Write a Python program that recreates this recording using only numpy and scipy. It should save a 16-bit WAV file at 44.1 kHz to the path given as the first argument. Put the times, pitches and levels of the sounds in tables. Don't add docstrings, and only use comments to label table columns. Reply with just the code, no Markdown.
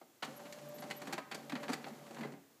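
import sys
import numpy as np
from scipy import signal
from scipy.io import wavfile
from scipy.ndimage import uniform_filter1d

SR = 44100
rng = np.random.default_rng(int(sys.argv[2]) if len(sys.argv) > 2 else 0)


def store_wav(level_fs):
    pcm = np.round(np.clip(np.atleast_2d(level_fs), -1, 1) * 32767)
    wavfile.write(sys.argv[1], SR, pcm.T.astype(np.int16))


N = 114660
TIME = np.arange(N) / SR
BAND_EDGES_HZ = np.geomspace(28, 17000, 26)
BAND_CENTRES_HZ = np.sqrt(BAND_EDGES_HZ[1:] * BAND_EDGES_HZ[:-1])

# (time [s], chatter length [s], thud [dB], knock [dB], knock pitch [Hz], snap [dB])
BLOWS = [(0.013, 0.0038, -58, -50.5, 835, -66.5), (0.223, 0.011, -63, -35.5, 2050, -47),
         (0.241, 0.013, -56, -49, 1400, -48.5), (0.275, 0.0065, -46, -51.5, 900, -75),
         (0.392, 0.014, -67, -51, 950, -77), (0.45, 0.019, -51.5, -53, 1910, -70),
         (0.524, 0.0031, -62, -67, 2400, -44), (0.585, 0.005, -57, -54.5, 2390, -59),
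         (0.781, 0.01, -57, -66, 902.5, -53.5), (.820, 0.012, -65, -47.5, 1210, -55),
         (0.837, 0.0064, -46, -49, 900, -56.5), (0.901, 0.0035, -44, -49, 1700, -49),
         (0.9101, 0.0021, -58, -39, 2460, -43.5), (1.016, 0.0072, -43.5, -44, 1320, -50),
         (1.054, .005, -53, -53, 1600, -58), (1.069, 0.011, -45.5, -46, 1730, -51),
         (1.083, 0.037, -55, -46.5, 845, -68), (1.1243, 0.012, -45.5, -38, 1740, -40.5),
         (1.1793, 0.0026, -47, -35, 1430, -46), (1.3116, 0.013, -49, -39, 2070, -50),
         (1.344, 0.0075, -50.5, -45, 1000, -42), (1.4954, 0.0043, -67, -42.5, 2400, -48.5),
         (1.5203, 0.0051, -41, -40, 1600, -54), (1.5537, 0.0022, -44, -35.5, 2180, -50),
         (1.629, 0.012, -47, -43, 1650, -53), (1.681, 0.0044, -53, -40, 1850, -50.5),
         (1.691, 0.0056, -42.5, -37, 910, -46.5), (1.701, 0.0064, -43, -42, 1200, -50),
         (1.715, 0.015, -61, -44, 1250, -49.5), (1.731, 0.0073, -42, -40.5, 2300, -39.5),
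         (1.842, 0.003, -50, -43.5, 2510, -66), (1.862, 0.016, -55, -45.5, 891, -58.5),
         (1.883, 0.0025, -61, -56, 900, -55.5), (2.065, 0.0049, -66, -58, 1970, -61),
         (2.107, 0.0055, -48.5, -50, 899, -58), (2.145, .003, -74, -53.5, 2020, -54),
         (2.165, 0.0068, -50, -49, 1490, -79), (2.181, 0.014, -47, -49, 1098, -58.5),
         (2.207, 0.0096, -41, -45.5, 1740, -57.5), (2.228, 0.014, -56, -43.5, 1200, -62),
         (2.248, 0.0047, -41.5, -49.5, 1410, -61), (2.271, 0.0032, -57, -51, 1110, -65),
         (2.318, 0.012, -47, -60, 900, -61.5)]
THUD_TRIM_DB, KNOCK_TRIM_DB, SNAP_TRIM_DB = -6, -2, -2
ATTACK_SHARE, CHATTER_GRAIN_DB, CHATTER_SAG_DB_PER_S = 0.34, 2, 150
KNOCK_TOP_HZ = 4940
# (frequency [Hz], time to fall 60 dB [s])
BLOW_T60 = [(200, 0.13), (1000, 0.075), (4000, 0.057), (12000, 0.044)]
# (frequency [multiple of its pitch], relative density [dB])
KNOCK_SPECTRUM = [(.12, -10.5), (.4, -0.5), (.8, 1.5), (1.2, -2), (2.2, -10.5), (4.5, -24), (12, -66)]
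# (frequency [Hz], relative density [dB])
ROOM_TONE_SPECTRUM = [(30, -30), (65, -23), (100, 5.5), (140, -15), (300, 4.5), (600, -3.5), (900, -4.5),
                      (1500, -7), (3900, -11), (5000, -11.5), (7500, -9), (9000, -14.5), (12000, -13.5),
                      (15000, -10)]
THUD_SPECTRUM = [(60, -32), (140, -4), (260, -1.5), (430, 0.5), (900, -21), (3000, -63)]
SNAP_SPECTRUM = [(500, -46), (2000, 3), (3300, -7.5), (4700, 0.5), (5500, -8.5), (7500, -3), (10000, -15),
                 (15000, -17)]
GEAR_SPECTRUM = [(90, 10), (140, 0.5), (250, 0), (450, 2.5), (800, -3.5), (1100, -15), (2000, -8.5),
                 (3000, -28), (6000, -31), (14000, -51)]
PAPER_SPECTRUM = [(900, 13.5), (2000, 4), (4500, 3), (5400, 1), (7300, 2.5), (9500, -6.5), (13000, 0.5),
                  (15000, -50)]
# (frequency [Hz], width [Hz], level re the direct sound [dB])
CASE_MODES = [(138.7, 6.9, -3), (181, 8.7, -3), (240, 18.6, 1.5), (278, 20, 3.5), (454, 11, -20),
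              (773, 30.6, 3), (4480, 260, -5.5)]
# (frequency [Hz], time to fall 60 dB [s])
REVERB_T60 = [(150, 0.34), (1000, 0.57), (4000, 0.37), (12000, 0.045)]
# (frequency [Hz], level re the direct sound [dB])
REVERB_LEVEL = [(150, -6.5), (1000, -9), (4000, -10.5), (12000, -14)]
# (time [s], level [dB])
DRIVE_LEVEL = [(.22, -76), (.245, -47.5), (.35, -57.5), (.5, -53.5), (.6, -55.5), (.74, -57), (.84, -49),
               (.98, -55), (1.1, -53), (1.21, -60), (1.3, -59.5), (1.36, -52.5), (1.47, -53), (1.6, -49),
               (1.8, -51.5), (2.0, -53), (2.16, -51.5), (2.26, -46.5), (2.35, -52), (2.41, -67.5),
               (2.6, -73.5)]
# (frequency [Hz], level re the drive curve [dB])
HUM_TONES = [(145, -10.5), (227, -7)]
# (time [s], level [dB])
PAPER_LEVEL = [(.22, -90), (.26, -58.5), (1.15, -59), (1.29, -68.5), (1.37, -58), (1.47, -61), (1.75, -60),
               (1.95, -61), (2.25, -61), (2.39, -81.5)]
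# (time [s], frequency [Hz], level [dB], time to fall 60 dB [s])
RINGING_PARTS = [(.226, 760, -41.5, 0.15), (.826, 774, -44, 0.13), (.910, 1553, -39.5, 0.038),
                 (.910, 2038, -41, 0.075), (.910, 2230, -38.5, 0.042), (1.130, 791, -46, 0.18),
                 (1.181, 647, -37.5, 0.061), (1.181, 1256, -50, 0.35), (1.316, 1610, -52, .09),
                 (1.733, 4780, -38, 0.03), (2.236, 2008, -41, 0.05)]
# (time [s], pitch [Hz], level [dB])
MOTOR_CURVE = [(.29, 505, -69), (.32, 530, -52), (.345, 586, -58.5), (.44, 574.8, -55), (.5, 589.3, -54.5),
               (.6, 590, -59.5), (.7, 591, -53), (.89, 595.3, -55), (1.0, 580, -55), (1.1, 606, -59),
               (1.28, 588, -64), (1.4, 585, -64.5), (1.56, 583, -60), (1.63, 580.3, -49),
               (1.68, 590.6, -63), (1.95, 580, -66), (2.05, 584, -60.5), (2.14, 556.5, -58.5),
               (2.3, 531, -95)]
# (time [s], length [s], pitch [Hz], peak level [dB])
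ROLLER_SQUEAKS = [(0.358, 0.031, 11700, -54), (0.685, .012, 14170, -53.5), (0.737, 0.042, 12700, -55.5),
                  (0.797, 0.021, 11500, -54.5), (0.959, 0.033, 12100, -50.5)]
# (time [s], pitch [Hz], peak level [dB], swell time [s])
PANEL_BOOMS = [(.615, 146, -55.5, 0.041), (0.786, 233, -44.5, 0.011), (1.126, 346, -44, 0.013),
               (1.526, 265.4, -33, 0.0081), (1.553, 242, -38.5, 0.0084), (1.696, 274, -31, 0.0067),
               (1.908, 224.8, -44, 0.014), (2.183, 228.5, -41.5, .025), (2.245, 437, -47, 0.0078)]


def from_db(db):
    return 10 ** (np.asarray(db) / 20)


def unit_rms(x):
    return x / np.sqrt(np.mean(x ** 2) + 1e-20)


def in_time(rows):
    times, *columns = np.transpose(rows)
    return [np.interp(TIME, times, column) for column in columns]


def at_hz(points, hz):
    freqs, values = np.transpose(points)
    return np.interp(np.log(hz), np.log(freqs), values)


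def decay(age, t60):
    return np.exp(-np.log(1000) * age / t60)


def phase_of(hz):
    return 2 * np.pi * np.cumsum(hz) / SR


def drift(hz):
    r = np.exp(-2 * np.pi * hz / SR)
    return unit_rms(signal.lfilter([1], [1, -2 * r, r * r], rng.standard_normal(N + SR))[SR:])


def band(x, k):
    bandpass = signal.butter(2, BAND_EDGES_HZ[k:k + 2], "band", fs=SR, output="sos")
    return unit_rms(signal.sosfilt(bandpass, x + 1e-18))


def band_gains(spectrum):
    gains = from_db(at_hz(spectrum, BAND_CENTRES_HZ)) * np.sqrt(np.diff(BAND_EDGES_HZ))
    return gains / np.linalg.norm(gains)


def coloured_noise(spectrum, force=1):
    return sum(g * band(force * rng.standard_normal(N), k) for k, g in enumerate(band_gains(spectrum)))


def room_tone(level_db=-68):
    return from_db(level_db) * coloured_noise(ROOM_TONE_SPECTRUM)


def clacks():
    out, age = np.zeros(N), TIME[:SR // 5]
    grain = unit_rms(from_db(CHATTER_GRAIN_DB * drift(350)))
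    thud = from_db(THUD_TRIM_DB) * band_gains(THUD_SPECTRUM)
    snap = from_db(SNAP_TRIM_DB) * band_gains(SNAP_SPECTRUM)
    rolloff = 1 / np.hypot(1, (BAND_CENTRES_HZ / KNOCK_TOP_HZ) ** 10)
    knock_spectra = [[(pitch * ratio, db) for ratio, db in KNOCK_SPECTRUM] for *_, pitch, _ in BLOWS]
    knocks = [from_db(KNOCK_TRIM_DB) * rolloff * band_gains(spectrum) for spectrum in knock_spectra]
    for k, hz in enumerate(BAND_CENTRES_HZ):
        noise = signal.hilbert(band(rng.standard_normal(N), k))
        ringing = noise.real / np.sqrt(uniform_filter1d(abs(noise) ** 2, size=200) / 2 + 1e-12)
        power = np.zeros(N + SR)
        for (onset, length, thud_db, knock_db, _, snap_db), knock in zip(BLOWS, knocks):
            parts = from_db([thud_db, knock_db, snap_db]) * [thud[k], knock[k], snap[k]]
            attack = np.minimum(age / (ATTACK_SHARE * length), 1)
            sag = from_db(CHATTER_SAG_DB_PER_S * (length / 2 - np.minimum(age, length)))
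            ring_out = decay(np.maximum(age - length, 0), at_hz(BLOW_T60, hz))
            start = int(onset * SR)
            power[start:start + len(age)] += (np.linalg.norm(parts) * attack * sag * ring_out) ** 2
        out += ringing * np.sqrt(power[:N]) * (grain if hz > 800 else 1)
    return out


def plastic_case(x):
    out = x.copy()
    for hz, width_hz, db in CASE_MODES:
        r = np.exp(-np.pi * width_hz / SR)
        feedforward = (1 - r * r) / 2 * np.array([1, 0, -1])
        feedback = [1, -2 * r * np.cos(2 * np.pi * hz / SR), r * r]
        out += from_db(db) * signal.lfilter(feedforward, feedback, x)
    return out


def room_reverb(x, delay_s=0.004):
    age, response = TIME[:SR // 2], 0
    for k, hz in enumerate(BAND_CENTRES_HZ):
        noise = band(rng.standard_normal(len(age)), k)
        tail = noise * decay(age, at_hz(REVERB_T60, hz)) * (age > delay_s)
        gain = from_db(at_hz(REVERB_LEVEL, hz)) * np.sqrt(2 * np.diff(BAND_EDGES_HZ)[k] / SR)
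        response += gain * tail / np.linalg.norm(tail)
    return signal.fftconvolve(x, response)[:N]


def gears(teeth_per_s=1000, spread_db=6.5, trim_db=-4.5):
    drive_db, = in_time(DRIVE_LEVEL)
    contacts = rng.random(N) < teeth_per_s / SR
    ticks = contacts * from_db(spread_db * rng.uniform(-1.2, 1, N))
    force = uniform_filter1d(ticks, size=40)
    return from_db(drive_db + trim_db) * coloured_noise(GEAR_SPECTRUM, force)


def case_hum(waver_db=0.5, pitch_wander=0.02):
    drive_db, = in_time(DRIVE_LEVEL)
    out = np.zeros(N)
    for hz, db in HUM_TONES:
        gain = from_db(drive_db + db + waver_db * drift(14))
        out += gain * np.sin(phase_of(hz * (1 + pitch_wander * drift(11.6))))
    return out


def paper_hiss(flicker_db=0.58):
    db, = in_time(PAPER_LEVEL)
    return from_db(db + flicker_db * drift(47)) * coloured_noise(PAPER_SPECTRUM)


def ringing_parts():
    out = np.zeros(N)
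    for onset, hz, db, t60 in RINGING_PARTS:
        age = np.maximum(TIME - onset, 0)
        out += from_db(db) * decay(age, t60) * np.sin(2 * np.pi * hz * age)
    return out


def feed_motor(pitch_flutter=0.0069, roughness_db=3, octave_db=-19.5):
    hz, db = in_time(MOTOR_CURVE)
    phase = phase_of(hz * (1 + pitch_flutter * drift(23.6)))
    whine = np.sqrt(2) * (np.sin(phase) + from_db(octave_db) * np.sin(2 * phase))
    running = (TIME > MOTOR_CURVE[0][0]) & (TIME < MOTOR_CURVE[-1][0])
    return running * from_db(db + roughness_db * drift(44)) * whine


def roller_squeaks(jitter_hz=350):
    out = np.zeros(N)
    for onset, length, hz, db in ROLLER_SQUEAKS:
        swell = np.sin(np.pi * np.clip((TIME - onset) / length, 0, 1))
        out += from_db(db) * swell * np.sin(phase_of(hz + jitter_hz * drift(450)))
    return out


def panel_booms():
    out = np.zeros(N)
    for onset, hz, db, swell_s in PANEL_BOOMS:
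        age = np.maximum(TIME - onset, 0)
        swell = (age / swell_s * np.exp(1 - age / swell_s)) ** 2
        out += from_db(db) * swell * np.sin(2 * np.pi * hz * age)
    return out


def scene(low_cut_hz=132.7, bass_leak_db=-38.5):
    mechanism = plastic_case(clacks() + gears())
    printer = mechanism + room_reverb(mechanism) + ringing_parts() + panel_booms()
    printer += feed_motor() + case_hum() + paper_hiss() + roller_squeaks()
    low_cut = signal.butter(10, low_cut_hz, "high", fs=SR, output="sos")
    radiated = signal.sosfilt(low_cut, printer) + from_db(bass_leak_db) * printer
    return (radiated + room_tone())[None]


def record(dry, cutoff_hz=15300):
    return signal.sosfilt(signal.ellip(10, .2, 70, cutoff_hz, fs=SR, output="sos"), dry)


dry = scene()
out = record(dry)
store_wav(out)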